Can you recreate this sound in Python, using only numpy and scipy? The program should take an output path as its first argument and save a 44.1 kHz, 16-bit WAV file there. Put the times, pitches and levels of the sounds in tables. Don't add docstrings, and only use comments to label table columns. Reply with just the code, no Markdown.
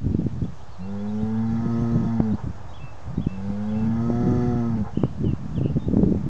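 import sys
import numpy as np
from scipy import signal
from scipy.io import wavfile
from scipy.ndimage import uniform_filter1d

SR = 44100
rng = np.random.default_rng(int(sys.argv[2]) if len(sys.argv) > 2 else 0)


def dump(signal):
    limited = np.clip(np.atleast_2d(signal).T, -1, 1)
    pcm = np.round(limited * 32767).astype(np.int16)
    wavfile.write(sys.argv[1], SR, pcm)


N = 277381
TIME = np.arange(N) / SR


def bull():
    # (time [s], pitch [Hz])
    pitch_curves = [
        [(.78, 86.5), (.88, 98.2), (1.25, 108.8), (1.45, 112.8), (1.82, 116.8), (2.14, 114.1), (2.27, 109.4),
         (2.33, 103.7), (2.365, 86.4)],
        [(3.29, 92), (3.45, 98.4), (3.81, 109.9), (4.01, 115.5), (4.3, 122.9), (4.55, 120.2), (4.74, 113.2),
         (4.81, 105.9), (4.85, 82)],
    ]
    leans_db = [1.5, -2.5]
    return sum(bellow(curve, lean_db) for curve, lean_db in zip(pitch_curves, leans_db)) + puffs()


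def bellow(curve, lean_db, jaw_closed_hz=109, jaw_open_hz=116, jitter=0.0044, mouth_db_per_hz=0.3569):
    pitch_hz, = in_time(curve)
    since_s = np.maximum(TIME - curve[0][0], 0)
    left_s = np.maximum(curve[-1][0] - TIME, 0)
    effort = np.maximum((pitch_hz - jaw_closed_hz) / (jaw_open_hz - jaw_closed_hz), 0)
    jaw = np.minimum(effort, 1)
    phase = 2 * np.pi * np.cumsum(pitch_hz * (1 + jitter * drift(45))) / SR
    swell_db = 11 * (ramp(since_s, 0.62) - 1)
    shut_db = 4 * np.exp(-(left_s / 0.042) ** 2)
    hum_db = -23.5 + swell_db - effort + shut_db + 0.5 * drift(12)
    hum = from_db(hum_db) * nasal_hum(phase, effort, jaw)
    mouth_db = -47 + mouth_db_per_hz * (pitch_hz - jaw_closed_hz) + 1.5 * effort
    mouth_gain = from_db(mouth_db) * ramp(since_s, 0.093) * ramp(left_s, 0.06)
    gate = ramp(since_s, 0.024) * ramp(left_s, 0.038)
    return gate * (hum + mouth_gain * mouth(phase, jaw, lean_db))


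def nasal_hum(phase, effort, jaw, fall_db_per_harmonic=7):
    hum = np.cos(2 * phase) + from_db(-8 + 4 * effort) * np.cos(phase)
    for k in (3, 4, 5):
        overtone_db = -21 + 7.5 * effort - fall_db_per_harmonic * (k - 3)
        hum += jaw ** 2 * from_db(overtone_db) * np.cos(k * phase)
    return -np.sqrt(2) * hum


def mouth(phase, jaw, lean_db, rasp=4.76, rasp_hz=2300, shimmer=0.059):
    closures = np.diff(np.floor(phase / (2 * np.pi)), prepend=0)
    pulses = rms_one(cut(closures, 2600, "low", order=1))
    air = rms_one(cut(rng.standard_normal(N), rasp_hz, "high")) * (1 + 0.27 * np.cos(phase))
    source = pulses * (1 + shimmer * drift(40)) + rasp * air
    voice = cut(throat(source, jaw, lean_db), 330, "high", order=4)
    mids = cut(voice, [680, 2200], "band", order=4)
    return voice / np.sqrt(uniform_filter1d(mids ** 2, size=4000) + 1e-12)


def throat(source, jaw, lean_db=0):
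    # (centre [Hz], width [Hz], gain jaw closed [dB], gain jaw open [dB])
    resonances = [(432, 50, 13.5, -9.5), (526, 51, 6.5, -16.5), (719.6, 36.7, 3.5, 9.5),
                  (836, 155, 1.5, -1), (924, 39, 4, 2.5), (1049, 9.7, -3.5, 4), (1279, 45, -15, 4),
                  (1423, 120, -8.5, -15), (1680, 130, -12, -8), (2025, 220, -21, -16),
                  (3334, 140, -31, -25.5), (4600, 170, -32, -25), (5430, 260, -37, -26),
                  (6280, 240, -42, -25)]
    out = 0
    for k, (hz, width_hz, closed_db, open_db) in enumerate(resonances):
        ring = resonate(source, hz, width_hz)
        if hz > 1550:
            ring = resonate(ring, hz, width_hz)
        gain_db = closed_db + jaw * (open_db - closed_db) + lean_db * ((k == 0) - (k == 1))
        out += (-1) ** k * from_db(gain_db) * ring
    return out


def puffs(jaw=0.44):
    # (time [s], 1/e half-width [s], level [dB])
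    breaths = [(2.394, 0.022, -41), (4.869, 0.028, -37.5)]
    flow = sum(from_db(db) * np.exp(-((TIME - s) / width_s) ** 2) for s, width_s, db in breaths)
    air = throat(rng.standard_normal(N), jaw)
    return flow * rms_one(cut(air, [600, 1900], "band", order=1))


def wind(gain_db=0.5, bass_hz=80, lumpy_db=4, top_hz=620):
    gust_db = wind_strength()
    corner_hz = 225 * from_db(0.32 * (gust_db + 25))
    rumble, power = 0, 0
    for hz, band in noise_bands(13):
        gain = 1 / np.sqrt((1 + (hz / corner_hz) ** 10) * (1 + (bass_hz / hz) ** 4))
        rumble += gain * band
        power += gain ** 2 * np.var(band)
    lumps = rumble / np.sqrt(power) * from_db(lumpy_db * drift(50))
    bounded = 2.8 * np.tanh(lumps / 2.8)
    return cut(bounded, top_hz, "low", order=5) * from_db(gain_db + gust_db)


def wind_strength(falloff_db=7, breeze_db=-45, flutter_db=3.7):
    # (peak time [s], rise and fall time [s], level [dB])
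    gusts = [(0.089, 0.056, -21.5), (0.231, 0.1, -24.5), (0.428, 0.047, -24.5), (1.24, 0.019, -32),
             (1.53, 0.034, -32), (1.66, 0.033, -22), (1.809, 0.031, -25), (1.961, 0.031, -23),
             (2.05, 0.028, -22), (2.339, 0.011, -22), (2.472, 0.039, -26.5), (2.83, 0.018, -32),
             (3.19, 0.045, -27.5), (3.5, 0.013, -24), (3.87, 0.11, -26.5), (4.3, 0.15, -20.5),
             (4.55, 0.025, -22.5), (4.771, 0.077, -25.5), (5.032, 0.068, -24.5), (5.256, 0.047, -16.5),
             (5.44, 0.052, -27.5), (5.619, 0.099, -23), (5.768, 0.014, -20), (6.019, 0.13, -16.5),
             (6.27, 0.016, -21)]
    gusts_db = [db - falloff_db * np.abs((TIME - s) / width_s) ** 1.14 for s, width_s, db in gusts]
    return np.max(gusts_db + [breeze_db + flutter_db * drift(9.8)], axis=0)


def buffets(gain_db=-0.5, reach_s=0.03):
    # (time [s], peak [dB], nominal frequency [Hz])
    eddies = [(.066, -14.5, 166), (0.149, -10, 189), (0.191, -14, 147), (.218, -24.5, 315),
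              (0.267, -13.5, 198), (0.452, -30, 372), (1.233, -19.5, 131), (2.203, -5.5, 224),
              (3.181, -13.5, 158), (3.2, -24.5, 240), (3.27, -12, 163), (4.102, -14.5, 340),
              (4.327, -16, 175), (4.975, -11.5, 189), (5.037, -6.5, 300), (5.244, -17, 220),
              (5.335, -14.5, 171), (5.614, -16, 265), (5.66, -12.5, 246), (5.769, -17.5, 260),
              (5.886, -15, 249), (5.936, -14, 230), (5.97, -8.5, 222), (5.994, -10.5, 222),
              (6.033, -11, 254), (6.064, -14, 179), (6.124, -10.5, 228), (6.149, -16, 260)]
    thumps = np.zeros(N)
    for s, db, hz in eddies:
        span = slice(max(int((s - reach_s) * SR), 0), int((s + reach_s) * SR))
        phase = 2 * np.pi * hz * (TIME[span] - s)
        roundness = np.clip(1.5 * (-3.3 - db), 1.7, 10)
        swing = phase / (1 + phase ** 2 / (2 * roundness)) ** roundness
        thumps[span] += from_db(gain_db + db) * swing / np.abs(swing).max()
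    wake = 0.5 * resonate(thumps, hz=120, width_hz=220)
    return cut(thumps, 38, "high", order=1) + wake


def birds(gain_db=-0.05, waver=0.0044, fade_db_per_s=35):
    tracks = whistles() + trills()
    unsteady = 1 + waver * drift(60)
    out = np.zeros(N)
    for s, hz, db in tracks:
        n = len(hz)
        span = slice(int(s * SR), int(s * SR) + n)
        envelope = from_db(gain_db + db - fade_db_per_s * TIME[:n]) * signal.windows.tukey(n, 0.5)
        out[span] += envelope * np.sin(2 * np.pi * np.cumsum(hz * unsteady[span]) / SR)
    return out


def whistles(scoop=0.1, scoop_s=0.0071):
    # (delay [s], length [s], start [Hz], middle [Hz], end [Hz], gain [dB])
    phrase = [(0, 0.047, 3730, 3830, 3700, -4.5), (0.048, 0.06, 2970, 3410, 2660, 4.5),
              (0.102, 0.141, 2574, 2665, 2550, 6)]
    # (time [s], level [dB])
    repeats = [(2.681, -54), (3.156, -55.5), (3.625, -58.5)]
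    # (time [s], length [s], start [Hz], middle [Hz], end [Hz], level [dB])
    chirps = [(.435, 0.021, 3240, 3580, 3230, -54), (0.804, 0.094, 2750, 2730, 2700, -56.5),
              (0.972, 0.069, 3130, 3430, 3430, -59), (1.07, 0.038, 4290, 3950, 3600, -58),
              (2.04, 0.07, 3700, 3420, 3650, -62), (2.225, 0.024, 3960, 4560, 5160, -59),
              (2.307, .023, 3980, 3850, 3440, -57), (2.335, 0.021, 4036, 4570, 5270, -56),
              (5.237, .1, 3300, 2850, 2680, -49.5), (5.546, 0.062, 3900, 3000, 2400, -49.5),
              (5.783, 0.094, 3850, 3630, 4000, -54.5)]
    song = [(s + delay_s, *shape, db + note_db)
            for s, db in repeats for delay_s, *shape, note_db in phrase]
    tracks = []
    for s, length_s, *contour_hz, db in song + list(chirps) + warble():
        t = TIME[:int(length_s * SR)]
        arch_hz = np.polyval(np.polyfit([0, 0.5, 1], contour_hz, 2), t / length_s)
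        tracks.append((s, arch_hz * (1 - scoop * np.exp(-t / scoop_s)), db))
    return tracks


def warble(count=14, from_s=0.6, to_s=2.0, note_s=0.045, centre_hz=3900, spread_oct=0.28, slide_oct=0.17):
    notes = []
    for s in np.linspace(from_s, to_s, count):
        late, stretch, high, slide, bend = rng.uniform(-1, 1, 5)
        contour_hz = centre_hz * 2 ** (spread_oct * high + slide_oct * np.array([-slide, bend, slide]))
        notes.append((s + late * note_s, note_s * np.exp(0.57 * stretch), *contour_hz, -60))
    return notes


def trills(waver=0.021):
    # (time [s], length [s], pitch [Hz], swing [Hz], rate [Hz], level [dB])
    notes = [(4.93, .16, 2910, 153, 33, -50), (5.623, 0.083, 2810, 172, 150, -50)]
    tracks = []
    for s, length_s, hz, swing_hz, rate_hz, db in notes:
        t = TIME[:int(length_s * SR)]
        centre_hz = hz * (1 + waver * drift(150)[:len(t)])
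        tracks.append((s, centre_hz + swing_hz * np.sin(2 * np.pi * rate_hz * t), db))
    return tracks


def hush(level_db=-44, flicker_db=1.1, swell_hz=850):
    # (frequency [Hz], relative density [dB])
    spectrum = [(30, 4.5), (90, 12.5), (200, -2.5), (350, -3.5), (800, -0.5), (1300, -6.5), (2000, -17),
                (2800, -20), (4500, -23), (6800, -23), (8400, -25.5), (9500, -42.5)]
    # (time [s], gain [dB])
    swell = [(0, -5.5), (.6, -1.5), (2.6, 1.5), (5.6, -1.2), (6.29, -1.5)]
    points_hz, points_db = np.transpose(spectrum)
    swell_db, = in_time(swell)
    out = 0
    for hz, band in noise_bands(18):
        band_db = np.interp(np.log(hz), np.log(points_hz), points_db)
        share = np.exp(-np.log(hz / swell_hz) ** 2)
        out += band * from_db(band_db + share * swell_db + flicker_db * drift(10))
    return rms_one(out) * from_db(level_db)


def field(x, t60_s, wet_db, delay_s=0.012):
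    t = TIME[:SR]
    tail = cut(rng.standard_normal(SR), 510, "high") * from_db(-60 * t / t60_s) * (t > delay_s)
    return x + from_db(wet_db) * signal.fftconvolve(x, tail / np.sqrt(np.sum(tail ** 2)))[:N]


def from_db(db):
    return 10 ** (np.asarray(db) / 20)


def rms_one(x):
    return x / np.sqrt(np.mean(x ** 2) + 1e-20)


def ramp(t, length_s):
    return np.clip(t / length_s, 0, 1)


def in_time(rows):
    s, *columns = np.transpose(rows)
    return [np.interp(TIME, s, c) for c in columns]


def drift(rate_hz, hop=40):
    r = np.exp(-2 * np.pi * hop * rate_hz / SR)
    slow = signal.lfilter([1], [1, -2 * r, r * r], rng.standard_normal(N // hop + 2002))[2000:]
    return np.interp(np.arange(N) / hop, np.arange(len(slow)), rms_one(slow))


def resonate(x, hz, width_hz):
    r = np.exp(-np.pi * width_hz / SR)
    feedback = [1, -2 * r * np.cos(2 * np.pi * hz / SR), r * r]
    return signal.lfilter(np.array([1, 0, -1]) * (1 - r * r) / 2, feedback, x)


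def cut(x, hz, kind, order=2):
    return signal.sosfilt(signal.butter(order, hz, kind, fs=SR, output="sos"), x)


def noise_bands(count):
    edges_hz = 20 * 2 ** (np.arange(count + 1) / 2)
    white = rng.standard_normal((2, N))
    return [(np.sqrt(low * high), cut(white[k % 2], [low, high], "band", order=3))
            for k, (low, high) in enumerate(zip(edges_hz, edges_hz[1:]))]


def scene():
    bellows = field(bull(), t60_s=0.6, wet_db=-8)
    birdsong = field(birds(), t60_s=0.4, wet_db=-8.5)
    return (bellows + birdsong + hush() + wind() + buffets())[None]


def record(dry, ceiling=0.42, offset=0.023, dull_hz=7700, cutoff_hz=10300):
    limited = dry / (1 + (dry / ceiling) ** 12) ** (1 / 12)
    dulled = cut(limited, dull_hz, "low", order=4)
    return signal.sosfilt(signal.cheby2(12, 60, cutoff_hz, fs=SR, output="sos"), dulled) + offset


dry = scene()
out = record(dry)
dump(out)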